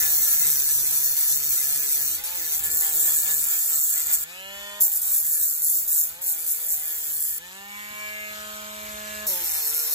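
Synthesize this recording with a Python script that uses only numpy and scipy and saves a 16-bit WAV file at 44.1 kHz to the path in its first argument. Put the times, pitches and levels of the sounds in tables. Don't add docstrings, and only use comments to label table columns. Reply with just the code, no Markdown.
import sys
import numpy as np
from scipy import signal
from scipy.fft import rfft, irfft, next_fast_len
from scipy.io import wavfile
from scipy.ndimage import uniform_filter1d, map_coordinates

SR = 44100
rng = np.random.default_rng(int(sys.argv[2]) if len(sys.argv) > 2 else 0)


def put_to_file(sound):
    columns = np.atleast_2d(sound).T
    safe = np.clip(columns, -1, 1)
    whole_steps = np.round(safe * 32767)
    wavfile.write(sys.argv[1], SR, whole_steps.astype(np.int16))


def attenuation_scalar(level_db):
    decades = np.asarray(level_db, float) / 20
    return 10 ** decades


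N = 438354

# [f/Hz, level/dB per Hz]
RUMBLE = [(13, -43), (22, 10), (54, 25), (107, 15.5), (157, 13), (238, 7), (309, 10), (371, 2.5),
          (420, 17.5), (550, -8), (920, -120)]
# [t/s, level/dB]
SWELLS = [(.05, 16), (.44, 17.5), (.85, 14.5), (1.5, 12.5), (2.11, 10.5), (2.45, 9.5), (2.7, 17),
          (3.12, 10), (4.12, 9), (4.57, 5), (5.33, 9), (5.9, 7), (6.2, 6), (6.799, 6), (7.95, 7), (8.35, 6),
          (8.55, 6), (8.89, 15), (9.2, 11.5), (9.48, 13)]
CALM_DB, SWELL_S = -67, 0.099
# [t/s, level/dB]
KNOCKS = [
    (0.19, -40),
    (2.701, -46),
    (7.901, -47),
    (8.299, -48),
    (8.847, -59),
    (9.498, -58),
]

# [t/s, goal/turns per s, lag/s]
LOADS = [(0, 146, .2), (.5, 140, .3), (2.1, 184, .13), (2.37, 156, .06), (3.302, 151, .3),
         (4.1, 145, 0.0486), (4.17, 154, 0.03004), (4.245, 208, .2), (4.805, 160, .04), (5.12, 156, .1),
         (6.07, 190, .12), (6.23, 157, .05), (6.9, 149, .3), (7.37, 212.2, .2), (9.266, 152, .115)]
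START_TURNS, QUICK_SHARE, QUICK_S = 165, .22, 0.02964
# [t/s, gain/turns per s]
SURGES = [(0.031, -4), (0.202, -2.5), (0.418, 3.5), (.59, -5), (.68, 3.5), (.82, -7), (.93, 2), (1.06, -4),
          (1.201, 2), (1.3, -2), (1.452, 5), (1.579, -4), (1.69, 5), (1.8, -3), (1.929, 7), (2.201, -4),
          (2.52, -3), (2.798, 3), (2.95, -3.5), (3.041, 3), (3.152, -7), (3.3, -2.5), (3.558, -8),
          (3.772, -6), (4.138, 5.5), (5.199, -8), (5.5, -5), (5.62, 3), (5.801, -5), (6.149, -7.5),
          (6.271, 5), (6.439, 7), (6.55, -3), (6.649, 5.5), (6.768, -8), (7.06, -2.5), (7.17, 4.5),
          (7.3, -4.5), (7.5, -3), (9.412, 9), (9.672, -5), (9.76, 4)]
SURGE_S = .04
# [t/s, extra shudder level/dB]
ROCKS = [(0.036, 6), (.31, 4), (0.451, 4), (0.682, 3.5), (.95, 4), (1.22, 5.5), (1.578, 4), (1.71, 4),
         (1.85, 2), (2.0, 2), (2.652, 4), (2.858, 8), (3.092, 10), (3.3, 10.5), (3.532, 8.5), (3.728, 8.5),
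         (3.98, 10), (4.11, 14), (5.081, 4), (5.39, 4.5), (5.6, 3), (5.88, 2.5), (6.62, 2.5), (6.93, 2),
         (9.332, 3), (9.579, 3.5)]
ROCK_S, ROCK_TURNS, ROCK_WHINE = .035, .3, 0.73

# [t/s, brush and whine level/dB, first order level/dB, shell ring level/dB, #
# loaded handle hum level/dB]
MOTOR = [(0, -47.5, -55, 9, -4.5), (1, -51, -55.5, 6.5, -7), (2.05, -51, -58, 5, -2.5),
         (2.3, -48, -68, 5, -6.5), (2.6, -48, -59.5, 8.5, -2.5), (4.1, -52.5, -62, 6, -9),
         (4.3, -49.5, -64, 9.5, -6.5), (4.5, -50, -57, 6, -2.5), (4.79, -49, -58, 19, -2.5),
         (4.9, -52, -64.5, -1.5, -14.5), (5.8, -57, -64.5, 2.5, -5), (6.2, -52, -70.5, 0, -7),
         (7.3, -52, -60.5, 11, -8.5), (7.75, -51, -52, 4, -11), (8.05, -48.5, -55.5, 33, -3),
         (8.6, -48, -48.5, 1.5, -2.5), (9.24, -45.5, -46, 20, -1), (9.5, -45, -72, 17, -7)]
# [t/s, centre f/Hz, lift level/dB, top orders level/dB]
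HOUSING = [(0, 1770, 1.5, 8), (4.2, 2380, -2.5, 4.5), (4.4, 2700, 6, 4.5), (4.8, 2500, 2, 2.5),
           (5, 1900, 7.5, -3), (7.4, 960, -5.5, 7), (7.58, 2580, 4, 1.5), (7.8, 2000, 15, -7),
           (7.97, 2340, 8, -2), (8.28, 2360, 9.5, -1), (8.45, 1920, 3, 1), (8.9, 1900, 3, -11),
           (9.22, 1810, 2, -16), (9.4, 1730, -19, -3), (9.94, 1770, -13, -5)]
# [f/Hz, level/dB per Hz]
AIRFLOW = [(250, -15.3), (500, -17.3), (1000, -8.2), (1700, -5.2), (2600, -3.5), (4000, -5.2), (5500, -9.1),
           (7500, -0.5), (10000, -3.0), (13000, -5.5), (15500, -10.5)]
# [multiple of shaft speed, level/dB]
BEARING = [(3.5, -32), (4.5, -16.5), (7.5, -22), (11.5, -19), (13.5, -17), (15.5, -18)]
# [multiple of shaft speed, level/dB]
FREE_ORDERS = [(4, -11.5), (5, -3), (6, -4), (7, -1), (8, -10), (9, -6.0), (10, -6.5), (11, -4.5),
               (12, -21), (13, -3.5), (14, -2.5), (15, -3), (16, -13), (17, -5), (18, -20), (19, -15),
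               (20, -18.5), (21, -17), (22, -14)]
# [multiple of shaft speed, level/dB]
LOADED_ORDERS = [(4, -16), (5, -16.5), (6, -20), (7, -16.5), (8, -18), (9, -6), (10, -16.5), (11, -8.5),
                 (12, -12.5), (13, -15), (14, -8)]
# [multiple, t/s, level/dB, half width/s]
BEAMS = [(5, 2.22, 6, 0.02), (5, 2.33, 3.5, 0.035), (4, 2.54, -9, .1), (11, 2.56, -8, .08),
         (10, 4.35, 3, .05), (12, 4.4, 8, .06), (11, 4.45, 6, .1), (16, 4.41, 10, .04),
         (6, 4.47, -18, 0.093), (4, 4.5, 7.5, 0.12), (9, 4.4, 4.5, .15), (14, 4.6, -10, .1),
         (17, 4.66, 4, 0.083), (15, 4.66, 3, 0.11), (18, 4.71, 4, .05), (10, 4.72, -12, .05),
         (5, 4.72, 2, .08), (5, 6.2, 2, 0.09), (5, 6.8, 9, .08), (10, 7.44, 12, .04), (13, 6.2, 6, .05),
         (2, 7.58, 12, .1), (5, 7.62, 3.5, 0.041), (4, 7.65, 13, 0.089), (9, 7.66, 7, 0.057),
         (11, 6.8, -12, 0.053), (13, 7.65, -11, .06), (3, 7.75, -7, 0.13), (5, 7.77, 8, 0.028),
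         (8, 7.85, 0, 0.033), (5, 8, 8, 0.091), (11, 8.05, 6.5, 0.12), (10, 8.2, 12, 0.11),
         (12, 8.25, 17, .08), (9, 7.3, -12, 0.089), (5, 8.25, -18, 0.092), (15, 8.25, -8, .08),
         (17, 8.25, -4, 0.071), (7, 8.45, 5, 0.086), (20, 8.5, 6, .12), (6, 8.55, 10, 0.2),
         (9, 8.65, -8, .1), (11, 8.85, 6.5, 0.05), (9, 9.8, 8, .05), (13, 8.9, -12, 0.13),
         (20, 8.85, 11, 0.055), (8, 8.95, 2, 0.13), (17, 8.95, 5, .12), (4, 9.9, 5.5, 0.13)]
SECOND_DB, THIRD_DB = (-9.5, -6.5), (-1.5, 6)
TOP_ORDERS_HZ = 2894
PULSE_SPREAD = 1.5
WAVER_DB, DRIFT_DB, FLUTTER_DB = 2.5, 1.5, .13
LOADED_AIR_DB = -1
HANDLE_HZ, HANDLE_WIDTH_HZ, HANDLE_DB = 370, 140, 11.5
BRAKING = 150
COLLET_HZ, COLLET_WIDTH_HZ, COLLET_DB = 857, 92, 10
SHELL_HZ, SHELL_WIDTH_HZ = 1763, 96
SHELL_LAG, SHELL_LEAN_DB = 5.2, 2

# [start t/s, end t/s]
TOUCH_S = [
    (0, 2.242),
    (2.242, 2.637),
    (2.637, 4.238),
    (4.802, 4.806),
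    (4.806, 6.216),
    (6.216, 7.385),
    (9.266, 10),
]
# [level/dB at start, level/dB at end]
TOUCH_DB = [(-22, -25.5), (-30, -30), (-24, -23), (-33, -38), (-26.5, -23), (-32.5, -28), (-28, -26.5)]
# [t/s, level/dB, half width/s]
PUSHES = [(.04, 0.5, 0.028), (.33, 2, 0.019), (1.05, 3, 0.016), (2.555, 5.5, 0.037), (2.72, -1, .02),
          (2.78, 2, 0.032), (.52, 1.5, 0.071), (1.3, 1.2, 0.032), (1.55, 1, 0.043), (3.33, 0.5, 0.017),
          (3.55, 0.5, .02), (3.8, 2, 0.029), (5.1, 1, .03), (5.98, 2, 0.032), (6.6, -1, 0.028),
          (6.83, -1, 0.036), (9.28, 0.5, 0.0055), (9.5, -1, .04), (9.76, 0.5, 0.034), (9.93, 1, 0.02),
          (6.385, -0.5, 0.035), (3.1, 3, 0.089), (4.05, -6, 0.0053), (4.14, 9.5, 0.015), (4.21, -5.5, 0.12),
          (4.83, 10.5, 0.046), (4.965, 3.5, 0.0067), (5.17, 4.5, 0.036), (5.34, 3, 0.013), (5.43, 2, 0.016),
          (5.48, 1, 0.035), (2.652, 1.5, 0.014), (5.72, 2, 0.064), (6.29, 7.5, 0.035), (6.505, 8.5, 0.033),
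          (6.72, 8.5, 0.029), (7.27, 2, 0.051), (7.355, -3.5, 0.031), (9.3, 4, 0.039)]
# [bite t/s, level lost/dB, easing/s]
EASES = [(.21, 2.5, 0.032), (0.909, 1.5, 0.12), (1.17, 5, 0.054), (1.43, 3, 0.068), (1.67, 2.5, 0.043),
         (2.24, 23, 0.089), (2.35, 5, 0.086), (2.637, 3.5, 0.074), (2.704, 7, 0.077), (2.93, 2.5, 0.14),
         (3.26, 0.5, .05), (4.92, 7, 0.11), (5.017, 6, 0.04), (5.25, 4, 0.071), (5.62, 5.5, 0.13),
         (5.876, 9, 0.089), (6.217, 32.5, 0.18), (9.44, 4, 0.18), (9.73, 3, 0.044), (9.91, 3, 0.065)]
BITE_S, TREMBLE_DB = 0.005, 0.25
SPOT_TIMES = [
    2.55,
    4.5,
    8.5,
]
# [f/Hz, width/Hz, then level/dB at each of the four spots]
WIRE_MODES = [(4367, 140, -10.5, -25, -37, -4), (5284, 200, -21, -27, -33, 0.5),
              (6030, 540, -2, -15, -19.5, -5.5), (6446, 600, -4.5, -6, -12, -4.5),
              (7173, 460, -2, 1.5, -5.5, -4.5), (7590, 690, -2.5, 3, -3.5, -2.5),
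              (8293, 870, 1, 2.5, -4, 0), (8523, 440, 2.5, 2, 1.5, 6), (9180, 520, 3.5, -5, -17, 3),
              (10080, 690, 2.5, -5, -9.5, -2.5), (10540, 450, -0.5, 4, 3.5, -3.5),
              (10900, 360, -8.5, -23, -15, -3), (11210, 520, -18, -6, 2.5, -28),
              (11400, 650, -1, -4, -11, 2.5), (11970, 420, -5.5, -24, 3, 2),
              (12730, 1130, -6.5, -6.5, -5.5, -0.5), (13580, 550, -1.5, 1.5, 1, 1),
              (14200, 370, -4.5, -7.5, 0.5, -14), (14870, 730, -4, 1, 1, -2),
              (15850, 1100, 11.5, 6.5, -7.5, 2)]
# [dull scrape level/dB, extra level/dB of the lower wire modes]
GRIP = [(-50.5, -1.5), (-56, -2.5), (-59.5, 2), (-58.5, -1.5)]
# [f/Hz, level/dB]
GRIT = [(3000, -28), (4500, -24), (6000, -14), (9000, -10), (15500, -10)]
# [f/Hz, level/dB]
SCRAPE = [(150, -81), (400, -44), (1000, -35.5), (2000, 1), (3500, -4.5), (5500, 0.5), (8000, -24)]
# [f/Hz,
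# width/Hz, level/dB]
SWAY_MODES = [(820, 230, -18), (1372, 25, 26), (1714.5, 17.4, 22), (2064, 190, 2), (2756, 390, 8),
              (3530, 130, 0), (4422, 80, 15.5)]
WIRE_ABOVE_HZ = 2660
SHUDDER_HZ, SHUDDER_ABOVE = 1900, .35

# [t/s, delay/samples]
LAG = [(0, 7.1), (4.15, 9.35), (4.4, 10.7), (4.8, 8.9), (7.3, 9.14), (7.8, 12.1), (8.3, 11.8), (8.5, 11.3),
       (9.2, 15.4), (9.3, 5.7), (9.94, 6.8)]
# [f/Hz, level/dB]
LEAN = [(100, 11.5), (200, -1.5), (700, -5.5), (1500, -2), (2800, 0.5), (5000, 4), (6500, 0.5)]
# [f/Hz, likeness 0 to 1]
ALIKE = [(100, .97), (600, .9), (2200, .65), (2600, .82), (2850, .97), (3100, .85), (3700, .45), (4700, .4),
         (6500, .75), (8500, .96), (9500, .985), (15000, .93)]
# [f/Hz, phase/rad]
BEHIND = [(4700, .7), (7000, .7), (8600, 2.4), (9450, 3.14), (10300, 3.85), (12000, 5.55), (13200, 6.28),
          (14400, 6.95), (15800, 9)]
CEILING = .75
# [f/Hz, level/dB re mean]
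MASKED = [(1750, -40), (2000, -13), (2200, -18), (2450, -26), (2750, -11), (3000, -19), (3300, -16),
          (3600, -24), (3900, -13), (4300, -24), (4750, -11), (5100, -22), (6000, -10), (8000, 10)]
# [f/Hz, level/dB re mean]
MASKED_TURNED = [(2400, -40), (2800, -23), (3050, -17), (3350, -6), (3700, -12), (4000, -28), (5300, -34),
                 (6000, -10), (8000, 10)]
TURNED_S, FICKLE_DB = 9.26, 2.5
JOLTS_S = [
    2.225,
    2.935,
    4.25,
    6.2,
    6.59,
    7.385,
    9.262,
]


def unit(x):
    return x / np.sqrt(np.mean(x ** 2) + 1e-20)


def along(points, hz):
    f, v = np.transpose(points)
    return np.interp(np.log(hz + 1), np.log(f + 1), v)


def curves(rows):
    s, *cols = np.transpose(rows)
    return [np.interp(np.arange(N) / SR, s, c) for c in cols]


def wobble(rate):
    return map_coordinates(rng.standard_normal(int(N * rate / SR) + 4), [np.arange(N) * rate / SR])


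def bumps(rows):
    t = np.arange(0, N + 32, 32) / SR
    humps = (height * np.exp(-.5 * ((t - s) / width) ** 2) for s, height, width in rows)
    return np.interp(np.arange(N) / SR, t, sum(humps, 0 * t))


def filtered(x, response):
    m = next_fast_len(N + 8192)
    return irfft(rfft(x, m) * response(np.fft.rfftfreq(m, 1 / SR)), m)[..., :N]


def scattered(x, reach_s):
    t = np.arange(2048) / SR
    echo = rng.standard_normal(2048) * attenuation_scalar(-60 * t / reach_s)
    return signal.fftconvolve(x, echo / np.linalg.norm(echo))[:N]


def through_bench(x):
    return 8 * filtered(x, lambda hz: 1 / (1 + (hz / 330) ** 6) / (1 + (50 / (hz + 1)) ** 4))


def room():
    a, b, c = rng.standard_normal((3, N))
    hum = unit(filtered(c, lambda hz: 1 / (1 + ((hz - 74) / 4) ** 2)))
    rumble = lambda hz: attenuation_scalar(along(RUMBLE, hz)) / (1 + (38 / (hz + 1)) ** 6)
    mid, side = filtered(np.array([a, .14 * b]), rumble)
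    air = np.array([mid + side, mid - side]) / np.std(mid) + 0.69 * hum
    air_db = CALM_DB + bumps([(s, db, SWELL_S) for s, db in SWELLS]) - 3.0
    t = np.arange(SR // 4) / SR
    knocks = np.zeros(N + SR)
    for s, db in KNOCKS:
        envelope = attenuation_scalar(db - 60 * t / 0.16) * (1 - np.exp(-t / 0.01))
        knocks[round(s * SR):][:len(t)] += envelope * rng.standard_normal(len(t))
    return attenuation_scalar(air_db) * air + through_bench(knocks[:N])


def shaft(rock_db):
    speed, now = np.zeros(N), START_TURNS
    ends = [row[0] for row in LOADS[1:]] + [N / SR]
    for (s, goal, lag), end in zip(LOADS, ends):
        first, last = round(s * SR), round(end * SR)
        t = np.arange(last - first) / SR
        approach = QUICK_SHARE * np.exp(-t / QUICK_S) + (1 - QUICK_SHARE) * np.exp(-t / lag)
        part = goal + (now - goal) * approach
        speed[first:last], now = part, part[-1]
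    return speed + ROCK_TURNS * rock_db + bumps([(s, gain, SURGE_S) for s, gain in SURGES])


def beam(order):
    return bumps([row[1:] for row in BEAMS if round(row[0]) == order])


def motor(speed, turn, rock_db):
    brush_db, first_db, shell_db, handle_db = curves(MOTOR)
    housing_hz, lift_db, top_db = curves(HOUSING)
    braking = np.clip(-np.gradient(speed) * SR / BRAKING, 0, 1) * np.clip((speed - 160) / 10, 0, 1)
    free = np.clip((speed - 165) / 27, 0, 1) * (1 - 1.1 * braking)
    loaded = 1 - free
    resonance = lambda hz, centre, width: np.exp(-((hz - centre) / width) ** 2)
    flicker = lambda: attenuation_scalar(loaded * 2.8 * wobble(9))

    def low_order_db(loaded_db, free_db):
        return (brush_db + (1 - free ** 2) * (loaded_db + handle_db)
                + free ** 2 * (free_db + np.minimum(handle_db, 0)))

    boom_db = braking * HANDLE_DB * resonance(2 * speed, HANDLE_HZ, HANDLE_WIDTH_HZ)
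    second_db = low_order_db(*SECOND_DB) + boom_db + beam(order=2)
    third_db = low_order_db(*THIRD_DB) + beam(order=3)
    low_dbs = [db + loaded * WAVER_DB * wobble(14) for db in (first_db, second_db, third_db)]
    brush_db = brush_db + ROCK_WHINE * rock_db

    shake = turn + loaded * (.04 * wobble(40) + .15 * wobble(8)) + .008 * wobble(40)
    lows = np.zeros(N)
    for k, db in enumerate(low_dbs, 1):
        lows += attenuation_scalar(db - 0.5) * flicker() * np.cos(k * shake)
    lines, shell = np.zeros((2, N))
    for k, free_db in FREE_ORDERS:
        hz = k * speed
        level_db = free * free_db + loaded * (dict(LOADED_ORDERS).get(k, -16) + 0.51)
        level_db += lift_db * resonance(hz, housing_hz, 400) + top_db * (hz > TOP_ORDERS_HZ)
        level_db += (1 - free ** 2) * COLLET_DB * resonance(hz, COLLET_HZ, COLLET_WIDTH_HZ)
        level_db += beam(order=k) + DRIFT_DB * wobble(2.793) + k * FLUTTER_DB * wobble(7.6)
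        phase = rng.uniform(0, PULSE_SPREAD) * (3 - 2 * free)
        line = attenuation_scalar(level_db) * flicker() * np.cos(k * shake + phase)
        lines += line
        shell += line * (attenuation_scalar(shell_db * resonance(hz, SHELL_HZ, SHELL_WIDTH_HZ)) - 1)
    for k, db in BEARING:
        lines += free * attenuation_scalar(db + 7.3 * wobble(2.95)) * np.sin(k * shake)

    pulse_db = 1.3 * np.cos(turn) + 2.0 * np.cos(2 * turn + 0.48) + 2.6 * np.cos(3 * turn + 1.6)
    pulse = attenuation_scalar(pulse_db + 0.85 * wobble(11))
    airflow = lambda hz: attenuation_scalar(along(AIRFLOW, hz)) / (1 + (330 / (hz + 1)) ** 4)
    brush = unit(filtered(pulse * rng.standard_normal(N), airflow))
    brush = attenuation_scalar(brush_db + 9 + loaded * LOADED_AIR_DB) * brush
    return brush, lows + attenuation_scalar(brush_db + 1) * lines, attenuation_scalar(brush_db + 1) * (1 - braking) * shell


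def pressure():
    t = np.arange(N) / SR
    press = np.zeros(N)
    for (s, end), (db0, db1) in zip(TOUCH_S, TOUCH_DB):
        press += (t >= s) * (t < end) * attenuation_scalar(np.interp(t, [s, end], [db0, db1]))
    ease_db = sum(np.interp(t, [s - long, s - BITE_S, s], [0, db, 0]) for s, db, long in EASES)
    return uniform_filter1d(press * attenuation_scalar(bumps(PUSHES) - ease_db + TREMBLE_DB * wobble(9.6)), size=90)


def grinding(turn, rock_db):
    press = pressure()
    spot = np.searchsorted(SPOT_TIMES, np.arange(N) / SR)
    drag_db, weight_db = np.array(GRIP)[spot].T
    angle = turn + 0.44 * wobble(5.1)
    bump = np.sin(angle) + 0.26 * np.sin(2 * angle) + 0.11 * np.sin(3 * angle)
    runout_db = np.clip(4.34 + 2 * wobble(8.5), 0, 7) * bump + 1 * wobble(150)
    runout = attenuation_scalar(runout_db) / np.sqrt(uniform_filter1d(attenuation_scalar(2 * runout_db), size=900))
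    grain_db = 2.2 * rng.standard_normal(N) + 0.75 * wobble(25)
    force = unit(runout * rng.standard_normal(N) * attenuation_scalar(grain_db))

    def mode(f, hz, width):
        return 1j * f * width / (hz * hz - f * f + 1j * f * width)

    def ring(f, i, numbers):
        total = 0
        for k in numbers:
            hz, width, *levels_db = WIRE_MODES[k]
            both = mode(f, hz, .55 * width) + .8 * mode(f, hz, width / 6)
            total = total + (-1) ** min(k, 10) * attenuation_scalar(levels_db[i]) * both
        return total

    wire = np.zeros(N)
    for i in range(len(SPOT_TIMES) + 1):
        here = force * press * (spot == i)
        wire += filtered(here * attenuation_scalar(weight_db), lambda f: ring(f, i, range(10)))
        wire += filtered(here, lambda f: ring(f, i, range(10, len(WIRE_MODES))))
    grit = filtered(force[::-1] * press, lambda f: attenuation_scalar(along(GRIT, f)))
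    wire = filtered(wire + grit, lambda f: 1 / (1 + (WIRE_ABOVE_HZ / (f + 1)) ** 4))

    sway = lambda f: sum(attenuation_scalar(db) * mode(f, hz, width) for hz, width, db in SWAY_MODES)
    shudder = lambda f: attenuation_scalar(along(SCRAPE, f)) * (0.77 + np.abs(sway(f)))
    scrape = unit(filtered(rng.standard_normal(N) * attenuation_scalar(0.53 * runout_db), shudder))
    dull = filtered(scrape, lambda f: 1 / (1 + (f / SHUDDER_HZ) ** 6))
    scrape = attenuation_scalar(rock_db) * dull + attenuation_scalar(SHUDDER_ABOVE * rock_db) * (scrape - dull)
    touching = press ** 2 / (press ** 2 + attenuation_scalar(-84))
    return attenuation_scalar(5.0) * wire + attenuation_scalar(drag_db + 8.0) * touching * scrape


def ports(x, whine):
    mixing = lambda hz: np.arccos(np.clip(along(ALIKE, hz), 0, 1)) / 2
    lean = lambda hz: attenuation_scalar(along(LEAN, hz) * np.array([[.5], [-.5]]))
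    shares = np.array([wobble(20) for _ in range(6)])
    shares = shares / np.linalg.norm(shares, axis=0)
    echo = 1.74 * sum(share * scattered(x, reach_s=0.066) for share in shares)
    split = lambda hz: np.array([np.cos(mixing(hz)), np.sin(mixing(hz))])
    direct, echo = filtered(np.array([x, echo]), split)
    direct = direct + whine
    pair = filtered(np.array([direct + echo, direct - echo]), lean)
    lows = filtered(pair, lambda hz: 1 / (1 + (hz / 4700) ** 60))
    highs = pair - lows
    lows[0] = map_coordinates(lows[0], [np.arange(N) - curves(LAG)[0]])
    highs[1] = filtered(highs[1], lambda hz: np.exp(-1j * along(BEHIND, hz)))
    return lows + highs


def thrifty(dry, under_db, valley_db, top_hz):
    sum_and_difference = np.array([dry[0] + dry[1], dry[0] - dry[1]]) / 2
    hz, t, z = signal.stft(sum_and_difference, SR, nperseg=2048)
    band = np.floor(40 * np.log(1 + hz / 3000)).astype(int)
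    starts = np.flatnonzero(np.diff(band, prepend=-1))
    density = np.abs(z) ** 2
    power = (np.add.reduceat(density, starts, axis=1) / np.bincount(band)[:, None])[:, band]
    lasting = uniform_filter1d(power, size=3, axis=2)
    margin_db = np.where(hz < 5200, [[2], [-20]], under_db)
    weaker = lasting < lasting[::-1] * attenuation_scalar(2 * margin_db)[..., None]
    before = t < TURNED_S
    limit_db = np.where(before, along(MASKED, hz)[:, None], along(MASKED_TURNED, hz)[:, None])
    fickle = unit(uniform_filter1d(rng.standard_normal((len(starts), len(t))), size=3))[band]
    faint = power < density.mean((0, 1)) * attenuation_scalar(2 * (limit_db + FICKLE_DB * fickle))
    jolt = np.abs(t[:, None] - JOLTS_S).min(axis=1) < .02
    valley = power < uniform_filter1d(power, size=60, axis=1) * attenuation_scalar(2 * valley_db)
    valley &= hz[:, None] > np.where(before, 3000, 5600)
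    edge_hz = top_hz - 220 * rng.exponential(size=(2, 1, z.shape[2]))
    keep = (~(weaker & faint | valley) | jolt) & (hz[:, None] < edge_hz)
    mid, side = signal.istft(z * keep, SR, nperseg=2048)[1][:, :N]
    return np.array([mid + side, mid - side])


def scene():
    rock_db = bumps([(s, db, ROCK_S) for s, db in ROCKS])
    speed = shaft(rock_db)
    turn = 2 * np.pi * np.cumsum(speed) / SR
    brush, whine, shell = motor(speed, turn, rock_db)
    late_shell = map_coordinates(shell, [np.arange(N) - SHELL_LAG])
    shell = np.array([attenuation_scalar(SHELL_LEAN_DB) * late_shell, shell])
    return ports(brush + grinding(turn, rock_db), whine) + shell + room()


def roll_off(x):
    return signal.sosfilt(signal.butter(12, 16330, fs=SR, output="sos"), x)


def record(dry):
    dry = dry / (1 + np.abs(dry / CEILING) ** 4) ** .25
    mix = thrifty(dry, under_db=-5, valley_db=-4.8, top_hz=15830)
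    return roll_off(mix)


dry = scene()
out = record(dry)
put_to_file(out)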